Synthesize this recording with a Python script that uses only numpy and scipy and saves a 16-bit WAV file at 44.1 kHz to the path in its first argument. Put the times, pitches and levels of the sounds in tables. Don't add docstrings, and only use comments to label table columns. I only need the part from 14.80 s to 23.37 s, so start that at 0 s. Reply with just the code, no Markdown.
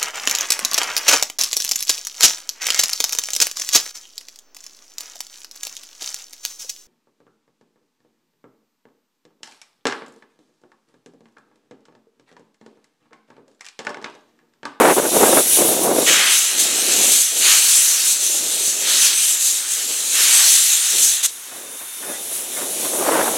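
import sys
import numpy as np
from scipy import signal
from scipy.fft import rfft, irfft, next_fast_len
from scipy.io import wavfile
from scipy.ndimage import uniform_filter1d, map_coordinates

SR = 44100
rng = np.random.default_rng(int(sys.argv[2]) if len(sys.argv) > 2 else 0)


def int16_out(signal):
    q = np.round(np.clip(np.atleast_2d(signal).T, -1, 1) * 32767)
    wavfile.write(sys.argv[1], SR, q.astype(np.int16))


N = 377937


def amp(db):
    return 10 ** (np.asarray(db) / 20)


def unit(x):
    return x / np.sqrt(np.mean(x ** 2) + 1e-20)


def along(points, hz):
    f, v = np.transpose(points)
    return np.interp(np.log(hz + 1), np.log(f + 1), v)


def clock():
    return np.arange(N) / SR


def curves(rows):
    s, *cols = np.transpose(rows)
    return [np.interp(clock(), s, c) for c in cols]


def gate(start, end, edge):
    return (np.tanh((clock() - start) / edge) - np.tanh((clock() - end) / edge)) / 2


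def swell(start, rise, hold, fall):
    age = clock() - start
    return np.clip(age / rise, 0, 1) * np.exp(-np.maximum(age - hold, 0) / fall)


def wobble(rate):
    return map_coordinates(rng.standard_normal(int(N * rate / SR) + 4), [clock() * rate])


def filtered(x, response):
    m = next_fast_len(N + 8192)
    return irfft(rfft(x, m) * response(np.fft.rfftfreq(m, 1 / SR)), m)[..., :N]


def drone(spectrum):
    return unit(filtered(rng.standard_normal(N), lambda hz: amp(along(spectrum, hz))))


# (f/Hz, side against middle level/dB)
WIDTH = [(4500, -90), (5300, -9.5), (6200, -19), (8000, -16), (10000, -12), (13500, -4.5), (15500, -20)]


def rush(spectrum, patchy_db, width_db=0):
    z = signal.stft(rng.standard_normal((2, N)), nperseg=512)[2]
    field = rng.standard_normal(z.shape[1:])
    field = uniform_filter1d(field, size=9, axis=0)
    field = uniform_filter1d(field, size=14, axis=1)
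    pair = signal.istft(z * amp(patchy_db * unit(field)), nperseg=512)[1][:, :N]

    def middle_and_side(hz):
        middle_db = along(spectrum, hz)
        return amp([middle_db, middle_db + along(WIDTH, hz) + width_db])

    mid, side = filtered(pair, middle_and_side)
    return unit(np.array([mid + side, mid - side]))


# (start t/s, end t/s, edge t/s, buffet level/dB, flutter level/dB)
GUSTS = [(-.02, 0.128, .016, -13.5, -12.5), (0.165, 0.203, 0.0089, -14.5, -20.5),
         (0.223, 0.284, 0.019, -18, -25.5), (0.324, 0.608, .015, -18.5, -28),
         (0.401, 0.483, 0.0071, -23, -20), (0.57, 0.59, .006, -12.5, -13), (0.775, 0.836, 0.011, -18, -30),
         (0.798, 1.242, 0.0085, -22, -37), (1.047, 1.135, .015, -16, -29), (8.17, 8.56, .06, -26, -26.5),
         (8.308, 8.423, 0.07, -20, -15.5)]
# (t/s, buffet level/dB)
BREEZE = [(1.25, -32), (1.29, -27), (1.61, -49.5), (1.79, -36), (2.23, -29.5), (2.4, -41.5), (2.44, -55),
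          (2.57, -36.5), (2.84, -47), (3.34, -49), (3.54, -39), (4.09, -40.5), (4.44, -49.5), (4.96, -50.5),
          (5.11, -39.5), (5.15, -45.5), (5.49, -44), (6.09, -56), (6.13, -39), (6.36, -55.5), (6.67, -58),
          (6.71, -48), (6.84, -42.5), (7.13, -60.5), (7.3, -33), (7.36, -42.5), (7.71, -42.5),
          (7.82, -33.5), (7.9, -38), (8.15, -30)]
# (start t/s, buffet level/dB)
SLAPS = [(.364, -18), (.407, -16.5), (.431, -12), (.526, -10), (.884, -19), (1.16, -17), (1.181, -15)]
# (f/Hz, level/dB per Hz)
BUFFET = [(25, -46), (60, -49), (100, -26), (160, -9.5), (240, -1), (360, 3.5), (550, 2), (750, -2),
          (1100, -11.5), (2000, -31), (4000, -70)]
FLUTTER = [(200, -53), (450, 0), (750, -1), (1050, -2), (1500, -6), (2200, -11.5), (3200, -19), (6000, -34)]
TEARING = [(500, -35), (1000, -2), (1600, 3), (2400, 4), (3200, -7), (5000, -33)]
LULL_DB = -34.5
BREEZE_DB, BREEZE_FROM_S = 0.5, 1.22
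SLAP_FLUTTER_DB = -9.5


def wind():
    t = clock()
    buffet = np.where(t < BREEZE_FROM_S, amp(LULL_DB), amp(curves(BREEZE)[0] + BREEZE_DB))
    flutter = np.zeros(N)
    for start, end, edge, gust_db, flutter_db in GUSTS:
        blowing = gate(start, end, edge)
        buffet = np.hypot(buffet, amp(gust_db) * blowing)
        flutter = np.hypot(flutter, amp(flutter_db) * blowing)
    eddies = 0.43 * wobble(75) + 0.83 * wobble(190)
    depth_db = np.interp(20 * np.log10(buffet), [-40, -22, -13], [2.1, 3.1, 1.5])
    push = buffet * unit(amp(depth_db * eddies))
    crackle = flutter * unit(amp(0.92 * depth_db * eddies + 2.0 * wobble(500)))
    age = t[:SR // 20]
    slap = age / 0.0038 * np.exp(1 - age / 0.0034)
    for s, db in SLAPS:
        first = round(s * SR)
        at = slice(first, first + len(age))
        push[at] += amp(db) * slap
        crackle[at] += amp(db + SLAP_FLUTTER_DB) * slap
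    tearing = amp(-10.5) * flutter * np.array([drone(TEARING), drone(TEARING)])
    return push * drone(BUFFET) + crackle * (drone(FLUTTER) + tearing)


# (t/s, hiss level/dB, fizz level/dB)
LEAK = [
    [(0.0, -24, -24), (0.038, -28.5, -30), (0.142, -26, -21.5), (0.232, -26, -26), (0.444, -21, -18),
     (0.664, -22, -20), (0.734, -18.5, -16), (1.134, -27, -26), (1.25, -20, -23.5)],
    [(6.55, -49, -49), (7.07, -48, -37), (7.22, -36, -34.5), (7.6, -32.5, -29.5), (7.7, -33, -33),
     (7.79, -28.5, -25), (7.85, -31.5, -31), (7.93, -29, -26.5), (8.57, -26.5, -25.5)],
]
# (t/s, level/dB)
WHISTLE = [(6.5, -60), (6.85, -53), (7.13, -47.5), (7.34, -46.5), (7.5, -51), (8.57, -53)]
# (f/Hz, level/dB per Hz)
LEAK_HISS = [(900, -19), (1800, -12), (2800, -4.5), (3300, -3.5), (3650, -1), (4100, -4.5), (5000, -7.5),
             (5700, -1), (6400, 1), (8200, 1), (9500, -8), (12000, -33)]
LEAK_FIZZ = [(7000, -30), (9000, -2.5), (10000, 0), (11000, -2.5), (12300, -6), (13500, -12),
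             (16000, -16.5)]
LEAK_HISS_DB, LEAK_FIZZ_DB = 0.5, 1.5
LEAK_LEAST_DB = -38.5


def leak():
    hiss_db, fizz_db = curves(np.vstack(LEAK))
    whistle_db, = curves(WHISTLE)
    least = amp(LEAK_LEAST_DB)
    hiss_gain = np.hypot(amp(hiss_db + LEAK_HISS_DB), least)
    fizz_gain = np.hypot(amp(fizz_db + LEAK_FIZZ_DB), least) * amp(1.2 * wobble(25))
    hiss = hiss_gain * rush(LEAK_HISS, patchy_db=1, width_db=-37)
    fizz = fizz_gain * rush(LEAK_FIZZ, patchy_db=1.3, width_db=-8.5)
    pitch_hz = 3620 * (1 + .006 * wobble(200))
    whistle = unit(np.sin(2 * np.pi * np.cumsum(pitch_hz) / SR) * amp(2 * wobble(90)))
    dip = 1 - 0.95 * gate(1.29, 6.45, .02)
    return amp(0.72 * wobble(18)) * (hiss + fizz) * dip + amp(whistle_db) * whistle


# (f/Hz, level/dB per Hz)
WHEELS = [(25, -40), (70, -26), (120, -9.5), (250, -12), (450, -9), (900, 3), (1500, 6), (2500, 3),
          (5000, -9.5)]
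# (t/s, length t/s, f/Hz, level/dB)
SQUEAKS = [(0.465, 0.022, 1600, -22), (7.285, 0.07, 1695, -41), (7.33, 0.04, 1960, -38),
           (7.76, .03, 2150, -36)]
# (t/s, level/dB, t60 t/s)
CLANKS = [(6.715, -41.5, 0.35), (7.005, -37.5, 0.24), (7.225, -37.5, 0.65), (7.29, -39, 0.4),
          (7.765, -31.5, 0.31), (7.81, -32.5, 0.19), (8.045, -29.5, 0.2)]
# (f/Hz, level/dB, share of t60)
STEEL = [(718, 1, 0.86), (1070, -2, 0.76), (1447, -2, .9), (1790, -6, 0.73), (2120, -7, .7), (2550, -1, .6),
         (3530, -5, 0.46)]
WHEELS_DB, NEARING_DB_PER_S = -48.5, .5


def running_gear():
    rumble_db = WHEELS_DB + NEARING_DB_PER_S * clock() + 1.3 * wobble(9.5)
    out = amp(rumble_db) * drone(WHEELS)
    rattle = drone([(50, -25), (110, -2), (250, -4.0), (600, 7), (2000, 3.5), (4000, -23), (10000, -19)])
    age = clock()[:SR // 2]
    for s, db, t60 in CLANKS:
        first = round(s * SR)
        at = slice(first, first + len(age))
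        ring = 0
        for hz, level, share in STEEL:
            partial_db = level + rng.normal(0, 3.7) - 60 * age / (t60 * share)
            ring = ring + amp(partial_db) * np.sin(2 * np.pi * hz * age)
        attack = 1 - np.exp(-age / 0.0032)
        out[at] += amp(db) * attack * (.5 * ring + amp(-60 * age / t60) * rattle[at])
    for s, length, hz, db in SQUEAKS:
        phase = 2 * np.pi * np.cumsum(hz * (1 + .011 * wobble(250))) / SR
        out += amp(db) * gate(s, s + length, 0.0088) * np.sin(phase)
    return out


# (start t/s, rise t/s, slug hold t/s, dribble hold t/s, slug level/dB, dribble level/dB, throat lift level/dB)
STROKES = [(1.259, 0.0099, .24, 1.08, -19.5, -33, 1), (2.59, 0.081, 0.13, 0.59, -21, -32.5, -0.5),
           (4.0, 0.073, 0.29, 0.45, -29, -38, 1.5), (5.31, .08, 0.36, 0.93, -26, -35.5, 0)]
SLUG_FALL_S, DRIBBLE_FALL_S = 0.089, 0.17
SLUG_SAG_DB_PER_S = 6.5
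MIST_DB = -39.5


def water_db():
    power = amp(MIST_DB) ** 2
    for s, rise, slug, dribble, slug_db, dribble_db, _ in STROKES:
        sag_db = SLUG_SAG_DB_PER_S * np.maximum(clock() - s - rise, 0)
        power = power + (amp(slug_db - sag_db) * swell(s, rise, slug, SLUG_FALL_S)) ** 2
        power = power + (amp(dribble_db) * swell(s, rise, dribble, DRIBBLE_FALL_S)) ** 2
    return 10 * np.log10(power)


def throat_lift_db():
    return sum(db * gate(s, s + dribble, .03) for s, _, _, dribble, _, _, db in STROKES)


# (t/s, level/dB)
JET = [(1.27, -16), (1.3, -15), (1.44, -19.5), (1.56, -13.5), (1.77, -22.5), (1.8, -13), (1.9, -20.5),
       (2.24, -15), (2.33, -11.5), (2.55, -22.5), (2.69, -13), (3.24, -16.5), (3.32, -15), (3.39, -21.5),
       (3.44, -18), (3.64, -20.5), (3.89, -19.5), (3.97, -23), (4.27, -13.5), (4.32, -18), (4.54, -16.5),
       (4.58, -22), (4.68, -14.5), (4.85, -27), (4.91, -23), (5.31, -20), (5.4, -15), (5.76, -12),
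       (6.03, -19), (6.23, -12.5), (6.36, -20.5), (6.42, -26)]
# (t/s, length t/s, level/dB)
SPIT = (6.431, 0.034, -13.5)
# (f/Hz, level/dB per Hz)
HISS = [(3500, -61), (5000, -13.5), (5600, -10), (6100, -2), (6900, -2), (8000, -2), (9000, -4.5),
        (10500, -26.5), (13000, -42)]
FIZZ = [(7000, -54), (8800, -4.5), (9800, 2.5), (11000, 0), (12300, -2.5), (13500, -10), (16000, -15)]
THROAT = [(1500, -35.5), (2100, -13.5), (2480, -2.5), (2750, -2), (3100, -2), (3700, 1), (4300, -0.5),
          (5000, -5), (6200, -2.5), (8000, -42)]
ROAR = [(150, -40), (400, -20.5), (780, -6), (980, -7), (1200, -1.5), (1450, 1), (2000, 3.5), (2500, 1),
        (3200, 5.5), (5000, -43)]
HISS_DB, FIZZ_DB, THROAT_DB = -1, -5.5, -0.47
ROAR_DB = 1.5
SURGE_DB = 1
THROAT_WET = 0.41
DRY_HZ, WET_HZ_PER_DB = 3930, 22
COLD_HZ, WARMING_S = 650, 1.4


def drain_cocks():
    flow_db = curves(JET)[0] + SURGE_DB * wobble(16)
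    roar_db = water_db()
    throat_db = THROAT_DB + flow_db + THROAT_WET * (roar_db - flow_db) + throat_lift_db()
    cold = np.exp(-np.maximum(clock() - STROKES[0][0], 0) / WARMING_S)
    centre_hz = DRY_HZ - WET_HZ_PER_DB * (roar_db - MIST_DB) - COLD_HZ * cold
    hiss = rush(HISS, patchy_db=1.9)
    fizz = rush(FIZZ, patchy_db=1.15)
    throat = rush(THROAT, patchy_db=1.75)
    roar = rush(ROAR, patchy_db=1.16)
    lower = filtered(throat, lambda hz: 1 / (1 + (hz / 3300) ** 8))
    shift_db = 7 * np.log2(centre_hz / 3350)
    throat = amp(-shift_db) * lower + amp(shift_db) * (throat - lower)
    jets = amp(flow_db) * (amp(HISS_DB) * hiss + amp(FIZZ_DB) * fizz)
    jets = jets + amp(throat_db) * throat + amp(roar_db + ROAR_DB) * roar
    blowing = gate(1.264, 6.425, .01)
    s, length, db = SPIT
    closing = gate(s, s + length, .004)
    spit_mix = amp(-4.5) * hiss + amp(-10.0) * throat + amp(-6.5) * fizz + amp(-16.0) * roar
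    spit = amp(db) * closing * spit_mix
    last_steam = amp(-31) * gate(s + length, 6.5, .018) * (hiss + 0.84 * throat)
    sputter = unit(amp(0.37 * wobble(45) + 0.49 * wobble(260)))
    return sputter * (jets * blowing + spit + last_steam)


# (delay at the start t/s, level/dB)
ECHOES = [(.0031, -23), (.0074, -17.5), (0.0115, -22.5), (0.0186, -20)]


def echoed(x, drift):
    t, middle = clock(), x.mean(axis=0)
    out = x
    for delay, db in ECHOES:
        out = out + amp(db) * np.interp(t - delay * (1 + drift * t), t, middle)
    return out * np.std(x) / np.std(out)


# (f/Hz, left against right level/dB)
LEAN = [(4800, 0), (6000, -0.3), (8000, 1.2), (12000, 0)]


def scene():
    steam = echoed(drain_cocks() + leak(), drift=0.0122)
    steam = filtered(steam, lambda hz: amp(np.outer([.5, -.5], along(LEAN, hz) * (hz > 4800))))
    return steam + wind() + running_gear()


LOW_CUT_HZ, TOP_HZ = 58, 15950


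def record(dry):
    rounded = dry / (1 + dry ** 8) ** (1 / 8)
    return filtered(rounded, lambda hz: hz ** 2 / np.hypot(hz ** 2, LOW_CUT_HZ ** 2) * (hz < TOP_HZ))


dry = scene()
out = record(dry)
int16_out(out)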